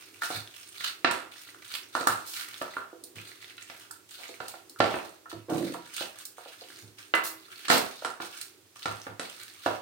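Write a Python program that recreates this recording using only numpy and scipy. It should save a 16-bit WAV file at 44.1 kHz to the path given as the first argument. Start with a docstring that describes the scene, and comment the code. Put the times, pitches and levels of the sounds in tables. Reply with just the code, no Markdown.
"""Small wet fish with spice paste are tossed by hand in a steel bowl: skins rub, crackle and pop.
Uneven crackling noise makes the rubbing; short ringing tones and noise make the bowl's taps and knocks.
Soft thuds, bright ticks, wet noise bursts and one scuff of the bowl on a stone counter join in.
The bowl's modes hum softly over a faint drone. Hard kitchen walls answer all but thuds, hum and drone."""
import sys
import numpy as np
from scipy import signal
from scipy.fft import rfft, irfft, next_fast_len
from scipy.io import wavfile

SR = 44100
rng = np.random.default_rng(int(sys.argv[2]) if len(sys.argv) > 2 else 0)


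def output_pcm(signal):
    """Save a mono or channel-first signal as 16-bit PCM at the path in sys.argv[1].

    Samples are clipped to [-1, 1] before scaling.
    """
    pcm = np.clip(np.atleast_2d(signal).T, -1, 1) * 32767
    wavfile.write(sys.argv[1], SR, np.round(pcm).astype(np.int16))


N = 432943

# The hand sweeps the fish round the bowl; each sweep swells, then stops.
# Each row: moment of the peak in seconds, level in dB, swell rate in dB per second.
SWEEPS = [(0.0, -45, 100), (0.598, -48, 52), (0.85, -40.5, 79), (1.756, -43.5, 68), (2.382, -38.5, 120),
          (2.6, -45, 65), (6.008, -40, 105), (7.659, -45.5, 61), (9.679, -44, 96)]
# The fingers close on the fish, knead and let go.
# Each row: start in seconds, level in dB, hold time in seconds.
SQUEEZES = [(0.07, -55.5, 0.17), (0.209, -44, 0.16), (0.833, -38.5, 0.024), (1.311, -50.5, 0.16),
            (1.923, -48, 0.26), (2.636, -51, 0.15), (3.151, -50, 0.35), (3.56, -52.5, 0.27),
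            (4.084, -49, 0.26), (4.405, -52, 0.13), (4.784, -47.5, 0.27), (5.292, -48, 0.032),
            (5.492, -47, 0.26), (6.154, -49, 0.066), (6.359, -51.5, 0.46), (6.97, -51, 0.085),
            (7.843, -48.5, 0.22), (8.202, -46, 0.22), (8.752, -52.5, 0.3), (9.2, -49.5, 0.29)]
# Tone colour of the rubbing skins. Each row: frequency in Hz, level in dB per Hz.
SKIN_COLOUR = [(150, -33), (500, -28), (1060, -7.5), (1400, 2.5), (1900, -2.5), (4000, 2.5), (7000, -11)]
# Tone colour of the crackling paste. Each row: frequency in Hz, level in dB per Hz.
PASTE_COLOUR = [(4500, -20.5), (6300, 0), (7200, -6), (9000, 5), (10300, -12), (16000, -5.5)]
# Ringing modes of the steel bowl. Each row: frequency in Hz, level in dB with the hand in it,
# level in dB with the hand lifted, time in seconds to fall 60 dB when free.
BOWL_MODES = [(321.8, -7, -1.5, 0.4), (368.4, -6, -15, 0.49), (505, -9.5, -25, 0.24), (681, -6, -21, 0.15),
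              (948, -9.5, -3, 0.3), (1083, -13, -7, 0.31), (1344, 1, -3, 0.097), (1419, 0, -2.5, 0.043),
              (1780, -3.5, -9, 0.052), (2025, -26, -2, 0.38), (2730, -16.5, -5.5, 0.18),
              (3918, -8.5, -16, 0.047)]
# The hand is out of the bowl. The row: from and to, both in seconds.
HAND_LIFTED = (6.9, 7.4)
# Tone colour of the faint drone. Each row: frequency in Hz, level in dB per Hz.
DRONE_COLOUR = [(30, -52), (105, -5.5), (140, -21.5), (350, -19.5), (600, -23), (3900, -23), (16000, -28.5)]
# Light taps that ring a few neighbouring modes. Each row: start in seconds, level in dB, centre in Hz.
TAPS = [(0.22, -48, 1440), (2.929, -63, 424), (3.029, -71.5, 347), (3.58, -64, 3000), (3.908, -65, 1320),
        (4.29, -63, 386), (4.54, -64, 696), (4.551, -72, 1280), (4.761, -69.5, 1340), (5.257, -64.5, 1260),
        (5.314, -62, 1300), (5.328, -57.5, 394), (5.744, -56, 740), (6.382, -63.5, 710),
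        (6.459, -65.5, 630), (6.617, -67, 576), (8.022, -58.5, 680), (8.829, -60.5, 3960)]
# Tone colour of a contact's crack. Each row: frequency in Hz, level in dB per Hz.
CRACK_COLOUR = [(60, -16), (200, -11.5), (600, 1), (1350, -1), (2300, -9), (4000, -10), (6500, -16.5),
                (9000, -9.5), (10500, -18), (16000, -25)]
# The bowl knocks on the stone. Each row: start in seconds, level in dB before the tone is shaped,
# weight below 750 Hz in dB, edge above 2.2 kHz in dB, treble cut-off in Hz.
KNOCKS = [(0.234, -53, -14, -1.5, 14000), (0.303, -58.5, 4, -1, 14000), (1.046, -43.5, -0.5, 6.5, 3900),
          (1.111, -46, -8.5, -6.5, 15000), (1.951, -44.5, -5, -8.5, 7660), (2.01, -54.5, -1, -4.5, 9450),
          (2.071, -38, -9, -8, 15000), (2.615, -52.5, -0.5, -5.5, 4870), (2.767, -49.5, -9.5, -10.5, 3280),
          (3.699, -71.5, 3.5, 11, 5070), (4.403, -58.5, 2, -1, 5000), (4.803, -43, 7, 3, 4700),
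          (4.941, -52.5, 4.5, -1, 2500), (6.009, -67.5, 12, 4, 5060), (7.138, -39.5, -6.5, 3.5, 2740),
          (7.683, -49, -12, 1, 7600), (7.701, -38.5, 0.5, -0.5, 6900), (8.048, -48, -6, -5.5, 9960),
          (8.201, -57.5, 3, -6, 3930), (8.857, -49.5, 1, -1.5, 6200), (9.067, -60, 2, -2, 3080),
          (9.196, -60, 5.5, 5.5, 9000), (9.661, -47, 4.5, -3, 5000)]
# Soft pushes boom through the counter. Each row: start in seconds, level in dB.
THUDS = [(0.344, -59), (2.079, -61), (3.15, -63), (4.791, -53), (5.333, -59.5), (6.819, -65.5),
         (8.871, -58), (9.077, -63.5), (9.669, -62)]
# Bright ticks from bangles, wet paste and hard contacts. Each row: start in seconds, level in dB.
BRIGHT_TICKS = [(1.111, -59.5), (2.072, -46), (3.038, -61), (3.911, -61), (4.482, -58.5), (4.696, -66),
                (6.253, -57.5), (7.151, -54.5), (7.779, -48.5), (8.413, -57)]
# Tone colour of a tick. 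Each row: frequency in Hz, level in dB per Hz.
TICK_COLOUR = [(1800, -42), (4200, 4), (6500, -3), (8700, 5.5), (10500, -2.5), (15000, -1.5)]
# Wet noise bursts: a bright rubbing swell, a soft low rub, a sprinkle and one sloppy slap.
# Each row: start in seconds, level in dB, length in seconds, lowest pitch in Hz.
WET_BURSTS = [(2.252, -53, 0.14, 7000), (4.174, -61.5, 0.12, 597), (7.234, -48, 0.053, 7550),
              (7.693, -34.5, 0.079, 201)]
# Tone colour of a wet burst. Each row: frequency in Hz, level in dB per Hz.
BURST_COLOUR = [(200, -4.5), (700, -2.5), (2000, -11.5), (4200, -7.5), (6500, -18), (15000, -20.5)]
# Tone colour of the sliding foot of the bowl. Each row: frequency in Hz, level in dB per Hz.
FOOT_COLOUR = [(80, -28), (170, -10), (250, -18.5), (325, 1.5), (410, -17.5), (540, -15), (800, -32),
               (2500, -53)]
# How long the kitchen rings. Each row: frequency in Hz, time in seconds to fall 60 dB.
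ROOM_T60 = [(260, 0.45), (1840, 0.34), (5000, 0.24), (14000, 0.29)]
# Tone balance of the two microphone ports. Each row: frequency in Hz, left minus right in dB.
PORT_BALANCE = [(100, -6), (400, -4), (4400, -3), (8300, -6.5), (11500, -0.5)]

TOP_HZ = 16000  # nothing is kept above this
TIME = np.arange(N) / SR  # seconds through the scene
RING = TIME[:SR // 2]  # seconds through one short sound
SWEEP_STOP_DB_PER_S = 164.5
# a squeeze: attack, slow sag while held, extra fall on release
GRIP_S, RELAX_DB_PER_S, LET_GO_DB_PER_S = 0.0079, 3, 179


def undb(db):
    """Turn decibels into gain."""
    return 10 ** (np.asarray(db) / 20)


def unit(x):
    """Scale to an rms (average strength) of 1."""
    return x / np.sqrt(np.mean(x ** 2))


def blow(x):
    """Scale a short sound to the energy of one second at an rms of 1."""
    return unit(x) * np.sqrt(SR / x.shape[-1])


def freqs(size):
    """Give the frequencies in the spectrum of a sound of this size."""
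    return np.maximum(np.fft.rfftfreq(size, 1 / SR), 1)


def lookup(points, hz):
    """Read between (Hz, value) points, spaced by pitch as the ear hears it."""
    f, value = np.transpose(points)
    return np.interp(np.log(hz), np.log(f), value)


def colour(x, points):
    """Filter to the given (Hz, dB) curve, with no sound before its cause (minimum phase)."""
    size = 2 * next_fast_len(x.shape[-1])
    cepstrum = irfft(np.log(undb(lookup(points, freqs(size)))))
    # fold the later half onto the first so that the filter never rings early
    cepstrum[1:size // 2] *= 2
    cepstrum[size // 2 + 1:] = 0
    response = np.exp(rfft(cepstrum))
    return irfft(rfft(x, size) * response)[..., :x.shape[-1]]


def cut(x, hz, kind, order=2):
    """Keep the sound below hz ("low") or above it ("high")."""
    return signal.sosfilt(signal.butter(order, min(hz, TOP_HZ), kind, fs=SR, output="sos"), x)


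def diffuse(size, apart_hz):
    """Make noise at two microphone ports: alike in the bass, unrelated in the treble."""
    mid, side = rng.standard_normal((2, size))
    side = cut(side, apart_hz, "high", order=1)
    return np.array([mid + side, mid - side])


def add(out, s, x):
    """Mix a sound in at s seconds."""
    i = max(int(s * SR), 0)
    out[:, i:i + x.shape[-1]] += x[:, :N - i]


def wander(rate_hz):
    """Slide between random values, reaching a new one rate_hz times a second."""
    steps = rng.standard_normal(N // 100)
    return np.interp(TIME * rate_hz, np.arange(len(steps)), steps)


def effort():
    """Rubbing level in dB: sweeps swell and stop; squeezes start quickly, sag and let go."""
    power = 0
    for s, db, swell in SWEEPS:
        drop = np.maximum(swell * (s - TIME), SWEEP_STOP_DB_PER_S * (TIME - s))
        power = power + undb(db - drop) ** 2
    for s, db, hold in SQUEEZES:
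        age = np.maximum(TIME - s, 0)
        fall = RELAX_DB_PER_S * age + LET_GO_DB_PER_S * np.maximum(age - hold, 0)
        attack = np.minimum(age / GRIP_S, 1)
        power = power + (attack * undb(db - fall)) ** 2
    return 10 * np.log10(power)


def crackle(rate, spread_db, hiss):
    """Tiny sticky films burst, rate times a second and some louder, over a smooth sliding hiss."""
    loudness = undb(spread_db * np.minimum(rng.exponential(size=N), 4))
    sizes = loudness * (rng.random(N) < rate / SR)
    bursts = unit(sizes * rng.standard_normal((2, N)))
    return unit(bursts + hiss * rng.standard_normal((2, N)))


def pops(count=3000, pitch_hz=2900, drift_octaves=0.56, drift_hz=14, scatter_octaves=1.74, cycles=2.6, size_db=5):
    """Air pockets between wet fish snap open as short fading tones around a drifting pitch."""
    out, t = np.zeros((2, N)), RING[:SR // 100]
    centre = pitch_hz * 2 ** (drift_octaves * wander(drift_hz))
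    for when, pitch, size, lag in rng.random((count, 4)):
        hz = min(centre[int(when * N)] * 2 ** (scatter_octaves * (pitch - .5)), TOP_HZ)
        # the second port hears each snap at another point of its cycle
        phase = 2 * np.pi * hz * t + np.array([[0], [np.pi * (2 * lag - 1)]])
        snap = np.sin(phase) * np.exp(-hz * t / cycles) * np.sqrt(hz)
        # many small pockets, few big ones
        gain = undb(-size_db * np.log(size + 20 / count))
        add(out, when * N / SR, gain * snap)
    return unit(out)


def rubbing(uneven_db=1.0, grip_hz=24, skin_db=-3.5, paste_db=-7, pop_db=-5, firm_db=-53, skin_db_per_db=0.5, shift_db=3):
    """Fish slide over each other with an uneven grip; the paste crackles finely on top."""
    db = effort()
    press = np.maximum(db - firm_db, 0)
    skin = rfft(colour(crackle(rate=980, spread_db=1.5, hiss=1.0), SKIN_COLOUR))
    # the gaps under the hand keep shifting the colour: each half octave wanders on its own
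    band = np.round(2 * np.log2(np.clip(freqs(N), 2 ** 10, 2 ** 13)))
    skin = unit(sum(irfft(skin * (band == k), N) * undb(shift_db * wander(grip_hz)) for k in np.unique(band)))
    # hard strokes bring out the skins
    skin = skin * undb(skin_db + skin_db_per_db * press)
    paste = unit(colour(crackle(rate=700, spread_db=8, hiss=0.96), PASTE_COLOUR))
    paste = undb(paste_db + 2 * wander(grip_hz)) * paste
    rub = undb(db + uneven_db * wander(grip_hz)) * (skin + paste + undb(pop_db) * pops())
    # wet skins cling and let go in spurts a few milliseconds long
    spurts = unit(undb(5 * np.minimum(wander(170), 1.8)))
    return spurts * rub


def bowl_hum(level_db=-67, db_per_db=-0.03, waver_db=4.5, waver_hz=7):
    """The bowl's two lowest modes hum: noise through sharp resonances, a touch softer in hard rubbing."""
    noise, db = diffuse(N, 730), effort()
    hum = sum(signal.lfilter(*signal.iirpeak(hz, 12, fs=SR), noise) for hz, *_ in BOWL_MODES[:2])
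    return unit(hum) * undb(level_db + db_per_db * (db - np.median(db)) + waver_db * wander(waver_hz))


def drone(level_db=-60.5, waver_db=0.76, waver_hz=2.6):
    """A faint drone of coloured noise wavers in level and fills the pauses."""
    return undb(level_db + waver_db * wander(waver_hz)) * unit(colour(diffuse(N, 860), DRONE_COLOUR))


def steel(s, place_db=2, port_turn=1.0, hand_t60=0.33, load_detune=0.02):
    """The bowl rings after a contact at s seconds; the hand damps it and the shifting load detunes it."""
    hz, held_db, lifted_db, t60 = np.transpose(BOWL_MODES)[:, :, None]
    place, detune, left, right = rng.standard_normal((4, len(BOWL_MODES), 1))
    db = lifted_db
    if not HAND_LIFTED[0] < s < HAND_LIFTED[1]:
        db = held_db + place_db * place
        t60 = 1 / (1 / t60 + 1 / hand_t60)
        hz = hz * (1 + load_detune * detune)
    modes = undb(db) / np.sqrt(t60) * np.exp(RING * (2j * np.pi * hz - np.log(1000) / t60))
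    # higher modes reach the two ports more out of step
    ports = np.exp(1j * port_turn * np.array([left, right]) * np.minimum(hz / 1000, 2))[:, :, 0]
    return blow((ports @ modes).imag)


def crack(crack_s=0.0038):
    """A contact makes a brief burst of fading noise."""
    return blow(colour(diffuse(len(RING), 3000) * np.exp(-RING / crack_s), CRACK_COLOUR))


def taps(crack_db=-2):
    """The bowl rocks lightly under the hand; each tap rings one region of its modes."""
    out = np.zeros((2, N))
    for s, db, hz in TAPS:
        hit = steel(s) + undb(crack_db) * crack()
        region = cut(cut(hit, hz, "low", order=3), hz, "high", order=3)
        add(out, s, undb(db) * blow(region))
    return out


def knocks(crack_db=1.0, tail_db=-1, tail_s=0.058, pulses_per_s=600):
    """Each contact cracks and rings the bowl, with a rough, uneven tail of fading noise."""
    out = np.zeros((2, N))
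    for s, level_db, weight_db, edge_db, top_hz in KNOCKS:
        pulses = rng.random(len(RING)) < pulses_per_s / SR
        rough = diffuse(len(RING), 1030) * pulses * np.exp(-RING / tail_s)
        tail = blow(colour(rough, CRACK_COLOUR))
        hit = steel(s) + undb(crack_db) * crack() + undb(tail_db) * tail
        hit = colour(hit, [(750, weight_db), (1330, 0), (2200, edge_db)])
        add(out, s, undb(level_db) * cut(hit, top_hz, "low", order=3))
    return out


def thuds(boom_hz=107, swell_s=0.028, bump_db=-4):
    """A push gives a dull noise bump and a low tone, both swelling and then fading."""
    out = np.zeros((2, N))
    for s, db in THUDS:
        swell = RING * np.exp(-RING / swell_s)
        # each boom is slightly off the common pitch
        hz = boom_hz * (1 + 0.0058 * rng.standard_normal())
        boom = blow(np.sin(2 * np.pi * hz * RING) * swell)
        bump = blow(cut(rng.standard_normal(len(RING)) * swell, 300, "low"))
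        add(out, s, undb(db) * (boom + undb(bump_db) * bump)[None])
    return out


def bright_ticks(tick_s=0.0046):
    """Bright ticks from bangles, wet paste and hard contacts: quickly fading noise."""
    out = np.zeros((2, N))
    for s, db in BRIGHT_TICKS:
        tick = diffuse(len(RING), 1800) * np.exp(-RING / tick_s)
        add(out, s, undb(db) * blow(colour(tick, TICK_COLOUR)))
    return out


def wet_bursts(rise_s=0.0082):
    """Wet noise bursts, from soft rub to sloppy slap: dense crackle that swells and dies away."""
    out, spray = np.zeros((2, N)), crackle(rate=4200, spread_db=2.5, hiss=0.17)
    for s, db, length, low_hz in WET_BURSTS:
        shape = np.exp(-(RING / length) ** 2) * (1 - np.exp(-RING / rise_s))
        burst = spray[:, int(s * SR):][:, :len(RING)] * shape
        add(out, s, undb(db) * blow(cut(colour(burst, BURST_COLOUR), low_hz, "high")))
    return out


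def scuff(start_s=5.482, level_db=-29, push_s=0.062, fade_db_per_s=75, length_s=0.32, slip_hz=38, grip=0.22, wobble=0.03,
          grit_db=-33, grit_s=0.089, grit_rise_s=0.019):
    """One shove slides the bowl: its foot grinds, sticks and slips unevenly, and comes to rest."""
    phase = np.cumsum(slip_hz * np.exp(.35 * wander(55))) / SR
    # each slip is a noise burst that fades within a part of its cycle
    slips = unit(colour(diffuse(N, 1400) * np.exp(-(phase % 1) / grip), FOOT_COLOUR))
    # the changing load bends the pitch of the boom
    bent = np.cumsum(1 + wobble * wander(slip_hz))
    slips = np.array([np.interp(bent, np.arange(N), x) for x in slips])
    age = np.maximum(TIME - start_s, 0)
    ramps = np.clip(np.minimum(age, length_s - age) / push_s, 0, 1)
    sliding = ramps * undb(level_db - fade_db_per_s * (age - push_s))
    # only the start of the slide grinds
    grinding = undb(grit_db) * np.minimum(age / grit_rise_s, 1) * np.exp(-(age / grit_s) ** 2)
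    grit = unit(cut(colour(diffuse(N, 1300), CRACK_COLOUR), 520, "low"))
    return slips * sliding + grinding * grit


def kitchen(x, wet_db=-1.0, build_s=0.0015):
    """Close hard walls answer almost at once with a dense tail, each octave fading at its own pace."""
    noise, hz, tail = rfft(diffuse(len(RING), 1100)), freqs(len(RING)), 0
    octave = np.round(np.log2(np.clip(hz, 2 ** 6, 2 ** 14)))
    for k in np.unique(octave):
        fade = np.exp(-np.log(1000) * RING / lookup(ROOM_T60, 2 ** k))
        tail = tail + irfft(noise * (octave == k), len(RING)) * fade
    tail = blow(tail * (1 - np.exp(-RING / build_s))) / np.sqrt(SR)
    return x + undb(wet_db) * signal.fftconvolve(x, tail, axes=1)[:, :N]


def scene():
    """The fish, bowl and ticks sound through the kitchen; hum, drone and thuds are added directly."""
    bowl = kitchen(rubbing() + taps() + knocks() + bright_ticks() + wet_bursts() + scuff())
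    return bowl + bowl_hum() + drone() + thuds()


def record(dry):
    """The two ports differ in colour; deep bass is lost, peaks are rounded and the top is cut steeply."""
    # half of the difference goes to each port
    ports = np.array([colour(x, [(hz, sign * db / 2) for hz, db in PORT_BALANCE]) for x, sign in zip(dry, (1, -1))])
    ports = .8 * np.tanh(cut(ports, 80, "high", order=3) / .8)
    return signal.sosfilt(signal.ellip(10, .2, 80, TOP_HZ, fs=SR, output="sos"), ports)


dry = scene()
out = record(dry)
output_pcm(out)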